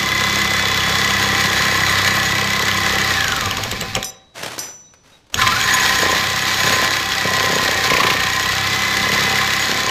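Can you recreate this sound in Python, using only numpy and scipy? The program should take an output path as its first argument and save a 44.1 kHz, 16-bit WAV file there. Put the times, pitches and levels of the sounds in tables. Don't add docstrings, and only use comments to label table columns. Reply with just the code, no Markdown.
import sys
import numpy as np
from scipy import signal
from scipy.fft import rfft, irfft
from scipy.io import wavfile

SR = 44100
rng = np.random.default_rng(int(sys.argv[2]) if len(sys.argv) > 2 else 0)


def file_out(sig):
    cols = np.atleast_2d(sig).T
    lim = np.clip(cols, -1, 1)
    pcm = np.round(lim * 32767).astype(np.int16)
    wavfile.write(sys.argv[1], SR, pcm)


N = 436590
TIME = np.arange(N) / SR


def amp(db):
    return 10 ** (np.asarray(db) / 20)


def unit(x):
    return x / np.sqrt(np.mean(x ** 2) + 1e-20)


def follow(rows):
    return np.interp(TIME, *np.transpose(rows))


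def read(points, hz):
    f, value = np.transpose(points)
    return np.interp(np.log(hz + 1), np.log(f), value)


def add(mix, start_s, sound):
    part = mix[round(start_s * SR):][:len(sound)]
    part += sound[:len(part)]


def wander(hz):
    return unit(irfft(rfft(rng.standard_normal(N)) / (1 + (np.fft.rfftfreq(N, 1 / SR) / hz) ** 4), N))


def grit(spread_db):
    return unit(rng.standard_normal(N) * amp(spread_db * np.clip(wander(470), -3, 2.5)))


def colour(x, points, size=4096):
    log_gain = np.log(amp(read(points, abs(np.fft.fftfreq(size, 1 / SR)))))
    taps = np.fft.ifft(np.exp(np.conj(signal.hilbert(log_gain)))).real[:size // 2]
    return signal.oaconvolve(x, taps / np.linalg.norm(taps))[:N]


def ring(x, modes):
    out = np.zeros(N)
    for hz, width, db in modes:
        pole = np.exp((2j * np.pi * hz - np.pi * width * np.sqrt(2)) / SR)
        out += amp(db) * unit(signal.lfilter([1], np.poly([pole, pole]), x).real)
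    return unit(out)


def lobe(turns, at, width):
    return np.exp(-.5 * (((turns - at + .5) % 1 - .5) / width) ** 2)


def swell(start, length, attack_s, release_s):
    rise = 1 - np.exp(-np.maximum(TIME - start, 0) / attack_s)
    return rise * np.exp(-np.maximum(TIME - start - length, 0) / release_s)


def bursts(times, dbs, rise_s, decay_s):
    t, out = np.arange(SR // 6) / SR, np.zeros(N)
    shape = (1 - np.exp(-t / rise_s)) * np.exp(-t / decay_s)
    for start, db in zip(times, dbs):
        add(out, start, amp(db) * shape / shape.max() * rng.standard_normal(len(t)))
    return out


RELEASE_S, STICK_S, RESTART_S = 3.084, 4.04, 5.33
FULL_HZ = 33
# time_s, stroke_rate_hz
FIRST_CUT_SPEED = [(0, 33.42), (0.42, 33.68), (1.1, 33.01), (2.33, 32.83), (2.67, 33.43), (3.1, 32.87)]
SECOND_CUT_SPEED = [(5.33, 0), (5.37, 21), (5.4, 26), (5.45, 18), (5.73, 32.82), (6.09, 30.79),
                    (6.2, 33.04), (6.94, 32.98), (7.59, 31.83), (8.07, 29.8), (8.68, 33.6), (9.9, 33.5)]
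def stroke_rate(friction_hz_per_s=24.24, drag_s=2.343):
    brake = friction_hz_per_s * drag_s
    drag = np.exp(-np.maximum(TIME - RELEASE_S, 0) / drag_s)
    first_run = (follow(FIRST_CUT_SPEED) + brake) * drag - brake
    return np.maximum(first_run, 0) * (TIME < STICK_S) + follow(SECOND_CUT_SPEED)


# time_s, gain_db
TOOL_NOISE_LEVEL = [(0, 0), (1.7, 1.6), (2.9, 0.5), (5.4, 2.5), (5.75, -4), (6.7, -3.5), (7.1, -5), (8.2, -3.5),
                    (8.75, -1), (9.35, 0.4), (9.9, -7.5)]
# time_s, level_db
WHISTLE_RIDE = [(0, -28.5), (.7, -25), (2.2, -25), (2.5, -34), (5.7, -32.5)]
# pitch_hz, width_hz, gain_db
GEARCASE_MODES = [(1080, 67, 3.5), (1173, 19.6, -1.5), (1270, 84, 1), (1695, 75, 0.5)]
def motor(turns, speed, slow_db):
    mesh, commutator = 60 * turns, 60 * 12 / 7 * turns
    sway = 0.095 * np.sin(2 * np.pi * turns) + 0.055 * wander(60) + 0.018 * wander(26)
    throb = unit(.18 + lobe(turns, .06, .12) + .75 * lobe(turns, .38, .11))
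    gears = throb * amp(2 * wander(54)) * np.sin(2 * np.pi * (mesh + sway))
    gears += amp(-19) * throb * np.sin(4 * np.pi * (mesh + sway))
    whistle = np.sin(2 * np.pi * (commutator + 0.06 * wander(30)))
    whistle *= amp(follow(WHISTLE_RIDE) + 11 * slow_db)
    rattle = amp(-6.5) * ring(throb * grit(1.6), GEARCASE_MODES)
    coast_fade_db = 2.5 * (np.maximum(FULL_HZ - speed, 0) / 10) ** 3 * (TIME < RESTART_S)
    return amp(-21 + follow(TOOL_NOISE_LEVEL) - coast_fade_db) * (gears + rattle) + whistle


# stroke_harmonic, gain_db
SHAKE_HARMONICS = [(1, -41), (2, -6.5), (3, 1), (4, -3), (5, -6), (6, -1), (10, -7.5), (14, -10)]
# pitch_hz, width_hz, gain_db
LURCH_MODES = [(70, 22, -11), (107, 30, -1), (200, 67, -6.5)]
def housing(turns, speed):
    buzz = sum(amp(db) * (1 + 0.21 * wander(3.3)) * np.sin(2 * np.pi * k * turns + 0.3016 * k ** 2)
               for k, db in SHAKE_HARMONICS)
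    steady = np.clip((speed - 24) / 7, 0, 1)
    lurch = np.sqrt(speed / 25) * ring(grit(0.91), LURCH_MODES)
    return amp(-29.5 + 1.16 * follow(TOOL_NOISE_LEVEL)) * (steady * unit(buzz) + (1 - steady) * lurch)


# start_s, length_s, thump_db, chatter_db
LEANS = [(-.1, 3.22, -30, -40.5), (5.4, 0.042, -45, -17.5), (5.63, 0.27, -52, -22.5),
         (5.984, 0.13, -22.5, -22), (6.233, 0.039, -28, -32), (6.586, 0.26, -23.5, -25.5),
         (7.21, 0.52, -23.5, -27.5), (7.828, 0.25, -22, -22), (8.207, 0.3, -40, -29),
         (8.98, 0.35, -28, -31), (9.632, 0.099, -25.5, -42), (9.81, .1, -22.5, -22)]
def leaning(slow_db):
    thump, chatter = amp(-35.5 + 0.8 * slow_db), amp(-32 + 0.51 * slow_db)
    for start, length, thump_db, chatter_db in LEANS:
        push = swell(start, length, attack_s=0.025, release_s=0.077)
        thump = np.hypot(thump, amp(thump_db) * push)
        chatter = np.hypot(chatter, amp(chatter_db) * push)
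    return thump, chatter


# frequency_hz, gain_db
RASP_EQ = [(60, -10), (250, -8.5), (900, -6.5), (1300, -3.5), (1800, 3), (2700, -4), (4000, -0.5),
           (7000, -10.5), (8800, -20.5), (11500, -22.5), (13500, -16.5), (15300, -25)]
# pitch_hz, width_hz, gain_db
BLADE_MODES = [(1027.8, 24, 0)]
KERF_MODES = [(1540, 7.7, -13), (1735, 25, -2), (1866, 175, 2)]
SCREECH_MODES = [(6700, 74, 12), (8170, 47, 0), (9690, 50, -4.5), (10169, 36, -9), (10616, 30, -24),
                 (13300, 90, 1), (13313, 30, -18)]
def teeth(turns, rasp_db, squeal_db, chatter):
    rub = unit(0.77 + 0.16 * lobe(turns, 0.61, 0.11) + 0.59 * lobe(turns, 0.98, 0.05))
    snag = amp(np.clip(0.063 * (squeal_db + 48), .5, 3) * wander(27))
    rasp = amp(rasp_db + 1) * colour(unit(rub * snag) * grit(1.9), RASP_EQ)
    flex = ring(grit(0.55), BLADE_MODES)
    flex /= abs(signal.hilbert(flex)) ** .5
    blade = amp(-1) * chatter * unit(flex * (0.33 + lobe(turns, 0.32, 0.23)))
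    squeal = amp(squeal_db) * ring(rub * grit(5.6), KERF_MODES)
    grab = amp(3 * np.clip(wander(18), -2, 1))
    screech = amp(1.31 * squeal_db) * ring(rub * grab * grit(7.6), SCREECH_MODES)
    return rasp + blade + squeal + screech


# pitch_hz, width_hz, gain_db
CLACK_MODES = [(3100, 780, 8), (5570, 930, 4), (6490, 410, 2), (7630, 160, -1), (13040, 400, -5.5)]
# frequency_hz, gain_db
THUMP_EQ = [(22, -37), (50, -21), (95, -4.5), (180, 3), (280, -3), (480, 4), (680, -2.5), (1200, -7.5),
            (6000, -64.5)]
def slider(turns, speed, rasp_db, squeal_db, thump):
    stroke = np.floor(turns + .5).astype(int)
    force, timing, push = rng.standard_normal((stroke.max() + 1, 3))[stroke].T
    since_hit = (turns + .5) % 1 - .5 + .03 * (1 + 0.23 * timing)
    up_to_speed = np.clip((speed - 28) / 3, 0, 1)
    hit = (since_hit > 0) * np.exp(-abs(since_hit) / .06) * amp(1.1 * force) * up_to_speed
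    contact = unit(hit * grit(0.88))
    cushion_db = .5 * np.maximum(squeal_db + 35.5, 0)
    clack = ring(contact, CLACK_MODES) + amp(-5) * colour(contact, RASP_EQ)
    press = unit(.15 + lobe(turns, .3, .09) * amp(1.5 * push))
    return amp(rasp_db - 8 - cushion_db) * clack + thump * colour(press * grit(1.5), THUMP_EQ)


# pitch_hz, width_hz, gain_db
BAR_MODES = [(779.5, 19.5, 8), (1179, 60, 3), (2308, 35, 7.5), (2558, 70, 6), (3990, 26, 4),
             (13200, 300, -19)]
# pitch_hz, level_db, t60_s
BAR_RING_OUT = [(768, -27.5, 0.46), (1154, -27, 0.3), (3890, -41, 1.5)]
def bar(rasp_db, running):
    song = amp(-15 + 0.67 * rasp_db) * ring(running * grit(2.4), BAR_MODES)
    t = np.arange(SR) / SR
    tail = sum(amp(db - 60 * t / t60) * np.sin(2 * np.pi * hz * t) for hz, db, t60 in BAR_RING_OUT)
    add(song, HARD_KNOCKS[0][0], tail)
    return song


# start_s, clack_db, thump_db
HARD_KNOCKS = [(3.9512, -9, -15), (4.028, -13.5, -38), (5.343, -8.5, -24.5), (5.416, -14, -30),
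               (5.475, -10, -24), (5.612, -10, -41)]
# frequency_hz, gain_db
SHOE_HIT_EQ = [(100, -7), (900, -9.5), (1100, 10), (1450, -7), (2200, 6.5), (3000, -1), (9000, -23)]
def knocks(stroke_s, stroke_hz):
    slow = (stroke_hz > 7) & (stroke_hz < 29.5) & (stroke_s > RELEASE_S) & (stroke_s < STICK_S)
    scatter_db = .6 * rng.standard_normal(slow.sum())
    loose = [(start, -14 + db, -16.5 - 0.3251 * hz + db)
             for start, hz, db in zip(stroke_s[slow], stroke_hz[slow], scatter_db)]
    starts, clack_db, thump_db = np.transpose(HARD_KNOCKS + loose)
    contact = bursts(starts, clack_db, rise_s=.0002, decay_s=.0018)
    clacks = amp(1) * contact.std() * ring(contact, CLACK_MODES) + amp(-4.5) * colour(contact, RASP_EQ)
    jerk = bursts(starts + 0.00731, thump_db - 5.5, rise_s=0.0031, decay_s=0.019)
    thumps = colour(jerk, THUMP_EQ) + amp(-8.5) * jerk.std() * ring(jerk, LURCH_MODES)
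    rebound = bursts(starts + .01, thump_db - .5, rise_s=0.001, decay_s=0.0065)
    return clacks + thumps + colour(rebound, SHOE_HIT_EQ)


# start_s, level_db, damped_after_s
STEEL_CLINKS = [(4.044, -26, 0.059), (4.591, -26, .9)]
# pitch_hz, gain_db, t60_s
STEEL_MODES = [(4760, -23, .6), (5055, -5, 0.37), (5640, -6, .4), (5950, 0, 0.77), (7278, -4, 0.54),
               (8560, -7, 0.23), (9300, -18, 0.25), (10370, -12, 0.37), (11180, -22, .2), (11600, -8, .22),
               (13330, -14, 0.18), (13880, -13, .36)]
def clinks():
    t, out = np.arange(SR) / SR, np.zeros(N)
    for start, level_db, damped_after_s in STEEL_CLINKS:
        partials = np.zeros(SR)
        for hz, db, t60 in STEEL_MODES:
            beat = 1 + 0.26 * np.cos(2 * np.pi * rng.uniform(10, 40.6) * t)
            partials += amp(db - 60 * t / t60) * np.sin(2 * np.pi * hz * t) * beat
        strike = 1 + np.exp(-t / 0.006) * wander(950)[:SR]
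        damping = np.exp(-np.maximum(t - damped_after_s, 0) / 0.0027)
        add(out, start, amp(level_db) * partials * strike * damping)
    return out


# start_s, length_s, level_db
HANDLING_SLIDES = [(4.341, .2, -31), (4.582, 0.067, -34.5), (5.028, 0.13, -51), (5.318, .015, -33)]
# start_s, relative_level_db
HANDLING_TAPS = [(4.432, -9), (4.46, -10), (4.532, -32), (4.58, -11), (4.937, -31.5), (5.267, -40),
                 (5.299, -34.5)]
# frequency_hz, gain_db
HANDLING_EQ = [(40, -30), (100, 1), (220, -5.5), (550, -1), (2200, -5), (6000, -10), (15000, -26)]
def handling():
    sliding = sum(amp(db) * swell(start, length, attack_s=0.021, release_s=0.043)
                  for start, length, db in HANDLING_SLIDES)
    scrape = sliding * grit(2.1) * amp(1.8 * wander(90))
    starts, tap_db = np.transpose(HANDLING_TAPS)
    taps = bursts(starts, tap_db - 11.5, rise_s=0.00047, decay_s=0.0078)
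    return colour(scrape + taps, HANDLING_EQ)


# start_s, length_s, level_db
FAINT_SQUEAKS = [(4.83, 0.059, -59), (5.12, 0.031, -46)]
# pitch_hz, width_hz, gain_db
SQUEAK_MODES = [(3820, 36, 0)]
def faint_squeaks():
    envelope = sum(amp(db) * swell(start, length, attack_s=.01, release_s=.012)
                   for start, length, db in FAINT_SQUEAKS)
    return envelope * ring(grit(1), SQUEAK_MODES)


# start_s, length_s, relative_level_db
BLADE_CATCHES = [(5.42, .08, -11), (7.89, .23, -9.5), (8.12, .16, -15), (9.4, .03, -13)]
def hammering(stroke_s, lead_s=.007):
    hits = [(s, db) for start, length, db in BLADE_CATCHES for s in stroke_s if start <= s < start + length]
    starts, hit_db = np.transpose(hits)
    return colour(bursts(starts - lead_s, hit_db - 1, rise_s=0.0035, decay_s=0.006), SHOE_HIT_EQ)


# frequency_hz, t60_s
ROOM_DECAY = [(1000, 0.65), (14000, 0.15)]
def workshop(x):
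    size = SR // 2
    reflections = rng.standard_normal(size) * (rng.random(size) < 3000 / SR)
    reflections *= np.arange(size) > SR // 250
    hz, t, spectrum = signal.stft(reflections, SR, nperseg=256)
    tail = signal.istft(spectrum * amp(-60 * t / read(ROOM_DECAY, hz)[:, None]), SR, nperseg=256)[1]
    return signal.fftconvolve(x, tail / np.linalg.norm(tail))[:N]


# time_s, depth (0 skimming, 1 digging in)
BITE_DEPTH = [(0, .02), (.9, 0.34), (2.15, 0.63), (2.5, .05), (3.15, 0.37), (5.39, 1), (5.53, 0.73),
              (5.9, 0.86), (6.35, 0.27), (6.75, 0.79), (7.05, 0.067), (7.5, 0.51), (8.2, .3), (8.7, 0.19),
              (9.5, 0.51), (9.9, 0.15)]
# frequency_hz, gain_db
ROOM_TONE_EQ = [(30, -1), (136, 2), (2000, -16), (5500, -17), (15000, -44)]
def scene():
    speed, bite = stroke_rate(), follow(BITE_DEPTH)
    travel = np.cumsum(speed) / SR
    turns = travel - .02
    reversals = np.flatnonzero(np.diff(np.floor(travel)))
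    slow_db = 20 * np.log10(np.clip(speed / FULL_HZ, .01, 1))
    coast_db = -2.5 * np.clip((TIME - RELEASE_S) / 0.27, 0, 1) * (TIME < RESTART_S)
    rasp_db = -23.5 + 5.5 * bite + 0.63 * slow_db + coast_db
    squeal_db = -36 + 19 * bite + 1.8 * slow_db
    thump, chatter = leaning(slow_db)
    running = np.clip(speed / 1.8, 0, 1)
    running *= np.clip(abs(TIME - RESTART_S) / 0.068, 0, 1) ** 2
    saw = motor(turns, speed, slow_db) + slider(turns, speed, rasp_db, squeal_db, thump)
    saw += teeth(turns, rasp_db, squeal_db, chatter * amp(coast_db))
    blows = knocks(TIME[reversals], speed[reversals]) + hammering(TIME[reversals])
    close = running * saw + bar(rasp_db, running) + blows + handling() + faint_squeaks() + clinks()
    room_tone = amp(-56) * colour(rng.standard_normal(N), ROOM_TONE_EQ)
    return (amp(-0.66) * close + amp(-13) * workshop(close) + housing(turns, speed) + room_tone)[None]


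def record(dry, cutoff_hz=15400):
    limited = dry / (1 + abs(dry) ** 6) ** (1 / 6)
    lowpass = signal.firwin(511, cutoff_hz, window=("kaiser", 9), fs=SR)
    return signal.oaconvolve(limited, lowpass[None], "same")


dry = scene()
out = record(dry)
file_out(out)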